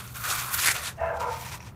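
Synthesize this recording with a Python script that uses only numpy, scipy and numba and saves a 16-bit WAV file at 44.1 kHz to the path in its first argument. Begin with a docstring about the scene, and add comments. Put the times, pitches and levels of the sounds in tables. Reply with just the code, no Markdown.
"""Trowel in wet cement

A steel trowel is pushed through gritty cement on a plywood table in a yard, then drawn back on edge.
Sand crackles and hisses under the blade and rings the steel, over a hollow rasp and dull table knocks.
On the way back the edge sticks and slips, groaning twice. A faint rumble and hum lie behind."""
import sys
import numpy as np
from scipy import signal
from scipy.fft import rfft, irfft
from scipy.io import wavfile
from scipy.ndimage import uniform_filter1d
from numba import njit

SR = 44100
rng = np.random.default_rng(int(sys.argv[2]) if len(sys.argv) > 2 else 0)


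def unload_wav(signal):
    """Save mono or channel-first audio to the path in sys.argv[1] as 16-bit WAV at rate SR, clipped to [-1, 1]."""
    wavfile.write(
        sys.argv[1],
        SR,
        np.round(np.clip(np.atleast_2d(signal).T, -1, 1) * 32767).astype(np.int16),
    )


N = 77175
TIME_S = np.arange(N) / SR


def undb(db):
    """Decibels to gain."""
    return 10 ** (np.asarray(db) / 20)


def unit(x):
    """Scale to rms 1."""
    return x / np.sqrt(np.mean(x ** 2) + 1e-20)


def curve(rows):
    """Join (s, value) rows by straight lines."""
    return np.interp(TIME_S, *np.array(rows, float).T)


def envelope(rows):
    """Gain from (s, dB) rows, dying quickly outside them."""
    outside_s = np.maximum(rows[0][0] - TIME_S, 0) + np.maximum(TIME_S - rows[-1][0], 0)
    return undb(curve(rows)) * np.exp(-outside_s / 0.0071)


def wander(per_s):
    """Smooth random drift at rms 1."""
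    hold = max(int(SR / per_s), 2)
    steps = np.repeat(rng.standard_normal(N)[:N // hold + 1], hold)
    return unit(uniform_filter1d(steps, hold)[:N])


def colour(x, points):
    """Minimum-phase filter from (Hz, dB) points; keeps the power of white noise."""
    hz, db = np.array(points, float).T
    bins_hz = np.arange(2049) * SR / 4096
    gain = undb(np.interp(np.log(bins_hz + 1), np.log(hz), db))
    cepstrum = irfft(np.log(gain))
    half = len(cepstrum) // 2
    cepstrum[1:half] *= 2
    cepstrum[half + 1:] = 0
    response = irfft(np.exp(rfft(cepstrum)))
    return signal.fftconvolve(x, response / np.linalg.norm(response))[:N]


@njit
def bandpass(x, hz, width_hz):
    """State-variable band-pass with a moving centre."""
    y = np.empty(len(x))
    band_state, low_state = 0., 0.
    for i in range(len(x)):
        g = np.tan(np.pi * hz[i] / SR)
        damping = width_hz / hz[i]
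        band = (band_state + g * (x[i] - low_state)) / (1 + g * (g + damping))
        band_state = 2 * band - band_state
        low_state += 2 * g * band
        y[i] = damping * band
    return y


def ring(x, hz, width_hz):
    """Steep resonance: two band-passes in series, at rms 1."""
    hz, width_hz = hz * np.ones(N), float(width_hz)
    return unit(bandpass(bandpass(x, hz, width_hz), hz, width_hz))


def grains(per_s, spread_db):
    """Random tiny impacts, mostly small, a few large."""
    hits = rng.random(N) < per_s / SR
    size = undb(spread_db * np.minimum(rng.exponential(size=N), 5))
    return unit(hits * size * np.sign(rng.standard_normal(N)))


def sand(hiss_db=-3.5):
    """Grains crushed under the steel, over the hiss of the paste."""
    return unit(grains(per_s=5000, spread_db=3) + undb(hiss_db) * rng.standard_normal(N))


def scrape(catch_db=0.8, catches_per_s=190):
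    """Both strokes; the level flickers as the blade catches and slips."""
    grit = push() + pull() + fizz()
    friction = rub() + uneven_contact(grit) + rasp()
    return friction * unit(undb(catch_db * wander(catches_per_s)))


# Push effort. Each row: time in seconds, relative level in dB.
PUSH_EFFORT = [(0, -40.5), (.03, -47.5), (.135, -54), (.156, -42.5), (.19, -44.5), (.222, -46),
               (.243, -34.5), (.282, -35.5), (.308, -25.5), (.352, -36), (.404, -32.5), (.478, -40.5),
               (.515, -44), (.544, -28.5), (.566, -39), (.592, -28.5), (.61, -31.5), (.63, -26),
               (.67, -21.5), (.72, -28), (.732, -39), (.765, -32), (.812, -42.5), (.87, -30.5),
               (.905, -41.5), (.918, -51.5), (.955, -65)]
# Sand spectrum in the push. Each row: frequency in Hz, relative level in dB.
PUSH_SPECTRUM = [(150, -28), (330, -12), (640, -8.5), (1050, -1.5), (1900, -0.5), (2700, 0.5), (4300, -1.5),
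                 (5400, -1.5), (7500, -1), (11500, -3.5), (13500, -8.5), (15500, -20)]


def push(choke_db=-24.5, gain_db=-0.5):
    """The blade ploughs through sand; at efforts above choke_db the paste damps the steel."""
    effort = envelope(PUSH_EFFORT)
    ring_gain = 1 / np.hypot(1, effort / undb(choke_db))
    return (colour(sand(), PUSH_SPECTRUM) + ring_gain * steel("push")) * effort * undb(gain_db)


# Pull effort. Each row: time in seconds, relative level in dB.
PULL_EFFORT = [(.96, -64.5), (1.06, -57.5), (1.125, -63.5), (1.172, -51), (1.188, -62.5), (1.203, -39),
               (1.25, -51), (1.33, -46), (1.42, -44), (1.488, -42), (1.505, -49.5), (1.525, -39),
               (1.56, -42), (1.592, -59.5), (1.61, -56.5), (1.68, -52.5), (1.715, -65.5)]
# Sand spectrum in the pull. Each row: frequency in Hz, relative level in dB.
PULL_SPECTRUM = [(150, -21), (450, -8), (950, 4), (1500, -0.5), (2400, 2), (3500, -2), (4500, -4),
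                 (7000, -4), (11000, -9.5), (15500, -12)]


def pull(gain_db=1.5):
    """The edge drags back over the sand, the steel ringing freely."""
    return (colour(sand(), PULL_SPECTRUM) + steel("pull")) * envelope(PULL_EFFORT) * undb(gain_db)


# Blade modes. Each row: frequency in Hz, width in Hz, push gain in dB, pull gain in dB.
BLADE_MODES = [(942, 130, -45, -10), (1446, 156, -9.5, -16.5), (1853, 300, -21, -14),
               (2368, 460, -9, -11.5), (3570, 800, -11, -35), (4380, 620, -13, -43), (5720, 1000, -24, -14),
               (6600, 2100, -13.5, -34)]


def steel(stroke):
    """Sand rings the modes of the blade."""
    return sum(undb(push_db if stroke == "push" else pull_db) * ring(sand(), hz, width_hz)
               for hz, width_hz, push_db, pull_db in BLADE_MODES)


def uneven_contact(x, depth_db=1.5, patches_per_s=55):
    """Overlapping bands swell independently as the contact wanders along the edge."""
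    centres_hz = (1000, 2000, 3000, 4500, 6500, 9500, 14000)
    spectrum, hz = rfft(x), np.fft.rfftfreq(N, 1 / SR)
    out = np.zeros(N)
    for weights in np.eye(len(centres_hz)):
        band = irfft(spectrum * np.interp(hz, centres_hz, weights), N)
        out += band * unit(undb(depth_db * wander(patches_per_s)))
    return out


# Rasp envelope. Each row: time in seconds, relative level in dB.
RASP_LEVEL = [(0, -40.5), (.13, -59), (.16, -34.5), (.19, -50), (.205, -41), (.228, -37.5), (.247, -29),
              (.29, -34), (.316, -30), (.345, -31), (.37, -33.5), (.47, -35.5), (.545, -35), (.58, -35.5),
              (.594, -23.5), (.608, -51), (.622, -33), (.692, -20), (.73, -35.5), (.9, -40.5), (.92, -45)]
# Resonance pair of the hollow. Each row: time in seconds, centre in Hz, spacing in Hz.
HOLLOW_TUNING = [(0, 1230, 250), (.28, 1376, 80), (.45, 1210, 270), (.55, 1380, 443), (.65, 1610, 418),
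                 (.695, 1860, 298), (.76, 1640, 640), (.9, 1380, 503)]


def rasp(width_hz=500, gain_db=-3):
    """Grit rings the hollow under the blade: two resonances rise as it bites and part as it tilts."""
    tuning = np.array(HOLLOW_TUNING)
    centre_hz, spacing_hz = curve(tuning[:, [0, 1]]), curve(tuning[:, [0, 2]])
    pair = sum(ring(grains(per_s=5000, spread_db=3), hz, width_hz)
               for hz in (centre_hz - spacing_hz / 2, centre_hz + spacing_hz / 2))
    return unit(pair) * envelope(RASP_LEVEL) * undb(gain_db)


# Fizz envelope. Each row: time in seconds, level in dB.
FIZZ_LEVEL = [(0, -48), (.135, -53), (.157, -44), (.21, -40), (.31, -36), (.4, -40), (.5, -41),
              (.543, -26.5), (.565, -34.5), (.62, -34), (.86, -50), (.915, -81), (1.3, -64), (1.41, -47),
              (1.57, -58)]


def fizz():
    """Fine wet fizz where the blade only skims the paste."""
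    return ring(sand(), hz=12900, width_hz=20000) * envelope(FIZZ_LEVEL)


# Rub envelope. Each row: time in seconds, level in dB.
RUB_LEVEL = [(.22, -70), (.3, -39.5), (.38, -55), (.6, -81), (.69, -50), (.735, -45.5), (.77, -42.5),
             (.88, -52), (.92, -69)]


def rub():
    """Low rub on the table top where the paste is thin."""
    return ring(sand(), hz=644, width_hz=590) * envelope(RUB_LEVEL)


# Coarse grains breaking. Each row: start in seconds, relative level in dB, tilt in dB per octave.
GRAIN_CRACKS = [(.0773, -31, 1), (.158, -23, 2), (.1698, -28, 3), (.3015, -17, -1), (.426, -22, 1),
                (.5412, -17, -1), (.5472, -17, -1), (.6605, -12, -1), (.673, -10, -3), (.6855, -11, -7),
                (.7045, -18, -5), (.8385, -23, -1), (1.329, -29, -6)]
# Crack spectrum before the tilt. Each row: frequency in Hz, relative level in dB.
CRACK_SPECTRUM = [(200, -19), (1000, 0), (1800, 7.5), (4500, 10), (8000, 13), (15000, 7)]


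def cracks(decay_s=.0006, gain_db=-3):
    """Coarse grains burst one at a time: sharp at the bare edge, dull under the blade."""
    out = np.zeros(N)
    for start, db, tilt in GRAIN_CRACKS:
        force = undb(db) * (TIME_S >= start) * np.exp(-np.abs(TIME_S - start) / decay_s)
        spectrum = [(hz, level + tilt * np.log2(hz)) for hz, level in CRACK_SPECTRUM]
        out += colour(force * rng.standard_normal(N), spectrum)
    return out * undb(gain_db)


# Edge judders. Each row: start, rise and hold in seconds, decay in dB per second, level in dB.
EDGE_JUDDERS = [(.974, 0.043, 0.11, 60.5, -32), (1.172, 0.066, 0.06, 191, -30.5)]
# Blade and table modes. Each row: frequency and width in Hz, relative dB in judder one and two.
JUDDER_MODES = [(488, 41, -6, 4.5), (536.5, 34, -12, 2), (598, 52, -3, -0.5), (703, 136, 0, -1.5),
                (797, 68, -3, -8), (891, 37, -1.5, 4), (1004, 26.4, -1.5, 2), (1155, 55, -13, -4),
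                (1244, 42, -10, -0.5), (1325, 75, -10.5, -11), (1366.4, 61, -9.5, -1.5),
                (1566, 120, -6, -7.5), (2204, 220, -20, -12)]
SLIPS_PER_S, SLIP_SPREAD_DB = 710, 2


def judder():
    """Irregular slips of the edge drive the resonances of blade and table."""
    out = np.zeros(N)
    for k, (start, rise, hold, decay, db) in enumerate(EDGE_JUDDERS):
        slips = grains(SLIPS_PER_S, SLIP_SPREAD_DB)
        body = sum(undb(mode_db[k]) * ring(slips, hz, width) for hz, width, *mode_db in JUDDER_MODES)
        attack = np.clip((TIME_S - start) / rise, 0, 1)
        level_db = db - decay * np.maximum(TIME_S - start - rise - hold, 0)
        out += unit(body) * attack * undb(level_db)
    return out


# Edge squeals. Each row: start and rise in seconds, decay in dB per second, pitch in Hz, level in dB.
EDGE_SQUEALS = [(0.971, 0.078, 92, 662, -26), (1.185, 0.045, 190, 963, -31.5),
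                (1.205, 0.035, 330, 904, -33), (1.294, 0.019, 130, 904, -31)]


def squeal(pitch_drift=.004, flutter_db=1.8, overtone_db=-25.5):
    """The edge locks onto one resonance and sings briefly; overlapping tones beat."""
    out = np.zeros(N)
    for start, rise, decay, hz, db in EDGE_SQUEALS:
        phase = 2 * np.pi * np.cumsum(hz * (1 + pitch_drift * wander(per_s=120))) / SR
        tone = np.sqrt(2) * (np.sin(phase) + undb(overtone_db) * np.sin(2 * phase))
        attack = np.clip((TIME_S - start) / rise, 0, 1)
        level_db = db - decay * np.maximum(TIME_S - start - rise, 0)
        out += tone * attack * undb(level_db + flutter_db * wander(per_s=130))
    return out


# Whine in the first judder. Each row: time in seconds, pitch in Hz, level in dB.
WHINE_GLIDE = [(.975, 1865, -53), (1.035, 1781, -39), (1.1, 1765, -43), (1.16, 1733, -50), (1.2, 1690, -65)]
# Steel partials. 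Each row: ratio to the pitch, width in Hz, relative level in dB.
STEEL_PARTIALS = [(.935, 65, 0), (1, 60, 0), (1.2, 260, -7), (1.47, 280, -6)]


def whine():
    """Slips ring a rough cluster of steel partials that sag together as the edge settles."""
    glide = np.array(WHINE_GLIDE)
    pitch_hz, gain = curve(glide[:, [0, 1]]), envelope(glide[:, [0, 2]])
    slips = grains(SLIPS_PER_S, SLIP_SPREAD_DB)
    cluster = sum(undb(db) * ring(slips, ratio * pitch_hz, width) for ratio, width, db in STEEL_PARTIALS)
    return unit(cluster) * gain


# Wet touches. Each row: start in seconds, level in dB.
WET_DABS = [(1.604, -42.5), (1.626, -46), (1.669, -47.5)]


def dabs(decay_s=0.012):
    """Light touches ring the blade as it leaves the paste."""
    touches = sum(undb(db) * (TIME_S >= start) * np.exp(-np.abs(TIME_S - start) / decay_s)
                  for start, db in WET_DABS)
    return unit(steel("pull")) * touches


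# Table knocks. Each row: start in seconds, peak level in dB.
TABLE_KNOCKS = [(0.524, -44.5), (1.005, -34), (1.144, -38), (1.314, -40)]


def knocks(hz=75, rise_s=.018):
    """The table top sways in its lowest mode under the arm."""
    out = np.zeros(N)
    for start, db in TABLE_KNOCKS:
        age_s = np.maximum(TIME_S - start, 0)
        swell = age_s / rise_s * np.exp(1 - age_s / rise_s)
        out += undb(db) * swell * np.sin(2 * np.pi * hz * age_s)
    return out


def reflections(x, delay_s=0.00067, t60_s=0.13, echo_db=-20):
    """Add short, faint reflections from table and fence."""
    t = np.arange(SR // 2) / SR
    tail = rng.standard_normal(len(t)) * (t > delay_s) * np.exp(-np.log(1000) * t / t60_s)
    tail = signal.lfilter([1], [1, -.6], tail)  # softens the treble
    return x + undb(echo_db) * signal.fftconvolve(x, tail / np.linalg.norm(tail))[:N]


# Yard rumble. Each row: frequency in Hz, relative level in dB.
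RUMBLE_SPECTRUM = [(20, -31), (32, -7), (48, -8.5), (75, 2.5), (125, 0), (175, -4.5), (260, -14.5),
                   (500, -17.5), (1200, -20), (3000, -38.5), (8000, -48), (15500, -39)]
# Hum tones. Each row: frequency in Hz, level in dB.
HUM_TONES = [(74, -57), (121, -50)]


def yard(rumble_db=-45, waver_db=2, pitch_drift=0.018):
    """Distant rumble with a wavering hum."""
    hum = np.zeros(N)
    for hz, db in HUM_TONES:
        gain = undb(db + waver_db * wander(per_s=6.3))
        phase = 2 * np.pi * np.cumsum(hz * (1 + pitch_drift * wander(per_s=14))) / SR
        hum += np.sqrt(2) * gain * np.sin(phase)
    return hum + undb(rumble_db) * unit(colour(rng.standard_normal(N), RUMBLE_SPECTRUM))


def scene():
    """Trowel, table and yard in mono."""
    trowel = scrape() + cracks() + judder() + whine() + squeal() + dabs()
    return (reflections(trowel) + knocks() + yard())[None]


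def record(dry):
    """Steep low-pass on the whole mix."""
    cutoff_hz = 15500
    return signal.sosfilt(signal.ellip(10, .2, 80, cutoff_hz, fs=SR, output="sos"), dry)


dry = scene()
out = record(dry)
unload_wav(out)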